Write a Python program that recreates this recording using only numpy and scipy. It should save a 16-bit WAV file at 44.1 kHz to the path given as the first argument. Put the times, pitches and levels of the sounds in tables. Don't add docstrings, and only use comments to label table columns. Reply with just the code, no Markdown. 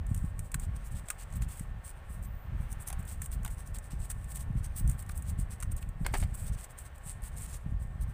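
import sys
import numpy as np
from scipy import signal
from scipy.fft import rfft, irfft, next_fast_len
from scipy.io import wavfile
from scipy.ndimage import uniform_filter1d

SR = 44100
rng = np.random.default_rng(int(sys.argv[2]) if len(sys.argv) > 2 else 0)


def wav_out(sig):
    wavfile.write(sys.argv[1], SR, np.round(np.clip(np.atleast_2d(sig).T, -1, 1) * 32767).astype(np.int16))


N = 358533
BURST_SAMPLES = int(.12 * SR)

# t/s, length/s, level/dB, swell/dB, coarse-fibre lift/dB
STROKES = [(0.245, 0.028, -64.5, 7, -1), (0.594, 0.067, -56.5, 6, 1), (0.757, 0.02, -52, -2, 1),
           (0.845, 0.051, -57, -3, -4), (0.912, 0.035, -56.5, -8, -2), (0.945, 0.062, -54, 0, 4),
           (1.186, 0.059, -50, -2, 3.5), (1.351, 0.029, -49, 2, -1), (1.417, 0.041, -51.5, -17, 4),
           (1.483, 0.16, -54, -15.5, -0.5), (1.843, 0.08, -49.5, -2, -5.5), (2.096, 0.11, -61, -13, -7),
           (2.222, 0.043, -51, 5, -13), (2.698, 0.031, -47, 13, -13), (2.8, 0.038, -46.5, -2, -9),
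           (2.869, 0.055, -49.5, -19, -13), (2.988, 0.03, -57, -4, -6), (3.075, 0.077, -48.5, -4, -2.5),
           (3.215, 0.054, -51, -2, -0.5), (3.322, 0.036, -46, -11, -1.5), (3.503, 0.052, -51.5, -8, -8),
           (3.572, 0.043, -55, 5, -2), (3.66, 0.033, -54.5, -5, -8), (3.742, 0.038, -48, -8, 5),
           (3.825, 0.07, -63, -2, 0), (3.904, 0.049, -57.5, -17, 6.5), (3.992, 0.072, -54, 7, 0.5),
           (4.099, 0.022, -39.5, -7, 0), (4.281, 0.05, -49.5, 10, -3), (4.346, 0.04, -44, -5, -1),
           (4.39, 0.045, -54, -4, -4), (4.565, 0.042, -61, -5, 3), (4.639, 0.032, -46.5, -5, -6),
           (4.76, 0.05, -37.5, -4, -6), (4.884, 0.073, -58, -12, -2), (4.987, 0.033, -49, -7, -1),
           (5.108, 0.018, -46.5, -3, -3), (5.151, 0.066, -54.5, -15, -10), (5.239, 0.071, -52.5, 20, -0.5),
           (5.386, 0.05, -53.5, -18, -2), (5.502, 0.046, -49, 1, 1), (5.716, 0.022, -51.5, -11, -6),
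           (5.77, 0.028, -52, 2, -2), (5.806, 0.027, -52, 9, -4), (6.129, 0.065, -46.5, 3, 1),
           (6.196, 0.053, -50, 1, 3.5), (6.339, 0.024, -44.5, 7, -8), (6.37, 0.089, -49.5, -3, -4),
           (6.455, 0.048, -46.5, 1, -2), (6.522, 0.042, -52, -7, 0), (6.571, 0.089, -50.5, 2, 1),
           (6.697, 0.033, -54.5, -2, -3), (6.778, 0.072, -55, -18, -4), (6.85, 0.033, -56, -10, 2),
           (6.942, 0.025, -60, 23, 3), (7.034, 0.092, -50, 11, -4.5), (7.227, 0.066, -49.5, 4, -2),
           (7.315, 0.053, -66, -4, 2), (7.362, 0.11, -46.5, 3, -5), (7.45, 0.13, -52, 10, -1),
           (7.795, 0.05, -57, 6, -3), (8.008, 0.035, -52, 3, -2)]


def rasp():
    # f/Hz, density/dB
    spectrum = [(1000, -16.5), (2500, -15.5), (5500, -18.5), (7000, -13.5), (7800, -3.5), (8570, 0),
                (9300, -7.5), (10400, -12), (13500, -14), (15500, -9.5)]
    press_db_per_s, release_db_per_s, arch_db, rustle_db = 1800, 1207, 3.5, -70.5
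    t, power = np.arange(N) / SR, np.zeros(N)
    for start_s, length_s, db, swell_db, _ in STROKES:
        age_s = t - start_s
        db += swell_db * (np.clip(age_s / length_s, 0, 1) - .5)
        db -= arch_db * np.minimum((2 * age_s / length_s - 1) ** 2, 1)
        db -= press_db_per_s * np.maximum(0.0043 - age_s, 0)
        db -= release_db_per_s * np.maximum(age_s - length_s + 0.0093, 0)
        power += undb(2 * db)
    ticks = 1 + 28 * uniform_filter1d(1. * (rng.random(N) < 130 / SR), size=14)
    fibres = colour(rng.standard_normal(N) * undb(0.93 * walk(700)) * ticks, spectrum)
    grip_tremble = undb(1.6 * walk(60))
    rustle = undb(rustle_db + 5.7 * walk(25))
    return level(fibres, 0) * (np.sqrt(power) * grip_tremble + rustle)


def snaps():
    # t/s, level/dB
    breaks = [(0.066, -43), (0.1454, -31.5), (0.1634, -43), (0.176, -39), (0.392, -30.5), (0.5169, -34),
              (0.5428, -23), (0.597, -35), (1.0846, -32), (1.102, -20), (1.3247, -41.5), (1.3373, -41),
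              (1.421, -35), (1.595, -34.5), (2.727, -32), (2.875, -26.5), (2.884, -28), (2.901, -29.5),
              (2.927, -28.5), (3.027, -46), (3.052, -42), (3.218, -27.5), (3.242, -39), (3.259, -33),
              (3.316, -39), (3.432, -42), (3.448, -29), (3.4617, -37), (3.477, -36), (3.785, -38),
              (4.101, -30.5), (4.1137, -32), (4.243, -45), (4.357, -31.5), (4.37, -34), (4.6433, -32.5),
              (4.8757, -33), (4.8962, -30.5), (4.913, -35), (5.024, -38.5), (5.063, -47), (5.0917, -37),
              (5.176, -33.5), (5.223, -36.5), (5.297, -42), (5.602, -37), (5.61, -41), (5.625, -29.5),
              (5.631, -35), (5.717, -35.5), (5.765, -34.5), (5.826, -44), (5.889, -42), (6.0644, -25),
              (6.14, -27.5), (6.643, -34), (6.787, -35), (6.98, -47), (7.22, -46)]
    # f/Hz, density/dB
    spectrum = [(400, -29), (900, -8), (2000, -4.5), (5000, -16), (8500, 8.5), (10500, -2), (15500, -6)]
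    envelope = np.zeros(N)
    for start_s, db in breaks:
        add(envelope, start_s, undb(db) * (burst(0.0007, 0.013) + 0.16 * burst(0.0023, 0.054)))
    crackle = colour(rng.standard_normal(N), spectrum)
    return level(crackle, 0) * envelope


def stroke_angle(x):
    flute_hz = (6400, 7300, 9700, 11500)
    starts_s, coarse_db = np.transpose(STROKES)[[0, 4]]
    stroke = np.maximum(np.searchsorted(starts_s, np.arange(N) / SR) - 1, 0)

    def held(per_stroke):
        return uniform_filter1d(per_stroke[stroke], size=100)

    coarse = signal.sosfiltfilt(signal.butter(2, 6800, fs=SR, output="sos"), x)
    fine = signal.sosfiltfilt(signal.butter(2, 10500, "high", fs=SR, output="sos"), x)
    *shares, fine_draw = rng.random((len(starts_s), 5)).T
    flutes = sum(held(share ** 3) * level(ring(x, hz, .003), 0) for share, hz in zip(shares, flute_hz))
    fine_db = held(6 * (fine_draw - .5))
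    shelved = x + (undb(held(coarse_db)) - 1) * coarse + (undb(fine_db) - 1) * fine
    return shelved + 0.28 * np.std(x) * flutes


def knocks():
    # t/s, peak/dB, f/Hz
    hits = [(0.543, -30.5, 1290), (1.085, -39.5, 640), (1.105, -33.5, 1246), (1.42, -49, 1600),
            (2.902, -38.5, 740), (2.928, -35.5, 790), (3.449, -33.5, 1180), (3.46, -35.5, 850),
            (3.478, -38.5, 1440), (3.219, -45, 1390), (5.094, -35.5, 1190), (5.627, -34.5, 1240),
            (5.826, -43, 2240)]
    out = np.zeros(N)
    for start_s, db, hz in hits:
        push = np.gradient(burst(0.0017, 0.017) * rng.standard_normal(BURST_SAMPLES))
        sheet = ring(push, hz, 0.054) + 2.2 * ring(push, 1.166 * hz, 0.01)
        sheet += 1.8 * ring(push, 2050, 0.0014)
        add(out, start_s, undb(db) * sheet / np.abs(sheet).max())
    return out


def set_down():
    # t/s, peak/dB, contact t60/s, handle share/0-1
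    contacts = [(6.047, -35, 0.24, 0.55), (6.064, -21, 0.012, 0.12), (6.138, -23, 0.086, 0.67),
                (6.15, -26, 0.053, 0.9), (6.225, -34.5, 0.08, 0.56)]
    # f/Hz, gain/dB, t60/s
    blade_modes = [(1600, -3, 0.012), (2120, -1.5, 0.014), (3140, -3.5, 0.006), (4370, -2, 0.0049)]
    # f/Hz, gain/dB, t60/s
    handle_modes = [(413, -14, 0.042), (836, 4, 0.016), (1190, 1, 0.0078), (1800, -2, 0.01)]
    out = np.zeros(N)
    for start_s, peak_db, contact_s, share in contacts:
        push = burst(0.00059, contact_s) * rng.standard_normal(BURST_SAMPLES)
        blades = sum(undb(db) * ring(push, hz, t60_s) for hz, db, t60_s in blade_modes)
        handles = sum(undb(db) * ring(push, hz, t60_s) for hz, db, t60_s in handle_modes)
        click = ring(push, 2240, 0.002)
        clack = (1 - share) * level(blades, 0) + share * level(handles, 0) + 0.26 * level(click, 0)
        add(out, start_s, undb(peak_db) * clack / np.abs(clack).max())
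    return out


def squeak():
    start_s, end_s, fade_s, band_db = 2.2, 2.5, .03, -69
    t, bands = np.arange(N) / SR, np.zeros(N)
    for hz in (14000, 14900):
        band = ring(ring(rng.standard_normal(N), hz, .004), hz, .004)
        bands += level(band * undb(4 * walk(25)), band_db)
    return bands * np.clip(np.minimum(t - start_s, end_s - t) / fade_s, 0, 1)


def draught():
    # t/s, level/dB
    gusts = [(0.1, -32), (0.44, -40), (0.6, -33), (1.2, -42.5), (1.42, -34), (1.94, -46.5), (2.12, -36.5),
             (2.4, -41), (2.55, -33.5), (2.8, -37), (4.26, -37), (4.5, -32), (5.2, -36.5), (6.1, -32),
             (6.6, -37.5), (6.68, -46.5), (7.48, -38.5), (7.69, -34), (8.13, -37)]
    # f/Hz, density/dB
    spectrum = [(15, -17), (30, 2.5), (70, 1.5), (120, -3.5), (190, -13), (280, -29), (450, -64),
                (1000, -76)]
    kicks_per_s, neutral_db, bright_db_per_db = 220, -29, 0.15
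    gust_db = np.interp(np.arange(N) / SR, *np.transpose(gusts))
    onsets = rng.random(N) < kicks_per_s / SR
    lumps = walk(12)
    lumps = level(lumps - uniform_filter1d(lumps, size=SR // 2), 0)
    kicks = level(colour(rng.standard_normal(N) * onsets * undb(3.24 * lumps), spectrum), 0)
    swirl = signal.sosfilt(signal.butter(2, [22, 65], "band", fs=SR, output="sos"), rng.standard_normal(N))
    buffet = level(kicks + level(swirl * undb(2.7 * lumps), -2.8), 0)
    upper_bass = signal.sosfiltfilt(signal.butter(2, 110, "high", fs=SR, output="sos"), buffet)
    brightness = undb(bright_db_per_db * (gust_db - neutral_db))
    return undb(gust_db) * (buffet + (brightness - 1) * upper_bass)


def eddies():
    # t/s, envelope peak/dB
    arrivals = [(0.115, -19), (0.244, -22), (0.557, -25.5), (1.38, -32.5), (1.611, -26.5), (3.936, -27),
                (4.504, -26), (4.556, -24), (4.812, -25.5), (4.905, -26.5), (5.393, -21), (6.014, -24),
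                (6.221, -28.5), (7.664, -25), (7.725, -27)]
    scale_s = 0.001545
    t, out = np.arange(-900, 900) / SR, np.zeros(N)
    u = t / scale_s
    for centre_s, db in arrivals:
        phase_turns, lean = rng.random(2)
        steepness = np.where(u > 0, 0.25 + .5 * lean, .9)
        envelope = np.exp(-(np.sqrt(u ** 2 + 1) - 1) * steepness) * np.hanning(len(t))
        add(out, centre_s + t[0], undb(db) * envelope * np.cos(1.267 * u + 2 * np.pi * phase_turns))
    return out


def fan():
    # f/Hz, density/dB
    spectrum = [(200, -34), (450, -15), (800, -8.5), (1600, -6.5), (3000, -17), (5000, -30), (8600, -31),
                (11000, -36), (15500, -29)]
    # f/Hz, width/Hz, level/dB
    housing = [(600, 400, -64), (804, 185, -68), (1102, 33, -69)]
    whine_hz, wander_hz = 1812, 14
    rush = level(colour(rng.standard_normal(N), spectrum), db=-61) * undb(1.46 * walk(4.81))
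    hums = sum(level(ring(rng.standard_normal(N), hz, 3.16 / width), db) for hz, width, db in housing)
    phase = 2 * np.pi * np.cumsum(whine_hz + wander_hz * walk(15)) / SR
    whine = np.sin(phase) * undb(2.1 * walk(20))
    return rush + hums + level(whine, db=-70.5)


def room(x, t60_s, wet_db):
    t = np.arange(SR // 4) / SR
    tail = rng.standard_normal(len(t)) * np.exp(-np.log(1000) * t / t60_s)
    return x + undb(wet_db) * signal.fftconvolve(x, tail / np.linalg.norm(tail))[:N]


def undb(db):
    return 10 ** (np.asarray(db) / 20)


def level(x, db):
    return x * undb(db) / np.sqrt(np.mean(x ** 2))


def colour(x, points):
    hz, db = np.transpose(points)
    size = next_fast_len(N)
    bin_hz = np.arange(size // 2 + 1) * SR / size + 1
    gain = undb(np.interp(np.log(bin_hz), np.log(hz), db))
    return irfft(rfft(x, size) * gain, size)[:N]


def ring(x, hz, t60_s):
    w, r = 2 * np.pi * hz / SR, np.exp(-np.log(1000) / (t60_s * SR))
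    return signal.lfilter([0, np.sin(w)], [1, -2 * r * np.cos(w), r * r], x)


def walk(rate_hz):
    hold = int(SR / rate_hz)
    steps = np.repeat(rng.standard_normal(N // hold + 1), hold)
    return level(uniform_filter1d(uniform_filter1d(steps, hold), hold)[:N], 0)


def add(out, start_s, sound):
    i = int(start_s * SR)
    out[i:i + len(sound)] += sound[:N - i]


def burst(rise_s, t60_s):
    t = np.arange(BURST_SAMPLES) / SR
    return (1 - np.exp(-t / rise_s)) * np.exp(-np.log(1000) * t / t60_s)


def scene():
    hands = stroke_angle(rasp() + snaps()) + knocks() + set_down() + squeak()
    return (room(hands, t60_s=.2, wet_db=-24) + fan() + draught() + eddies())[None]


def record(dry):
    top_hz = 15500
    return signal.sosfilt(signal.ellip(11, .5, 50, top_hz, fs=SR, output="sos"), dry)


dry = scene()
out = record(dry)
wav_out(out)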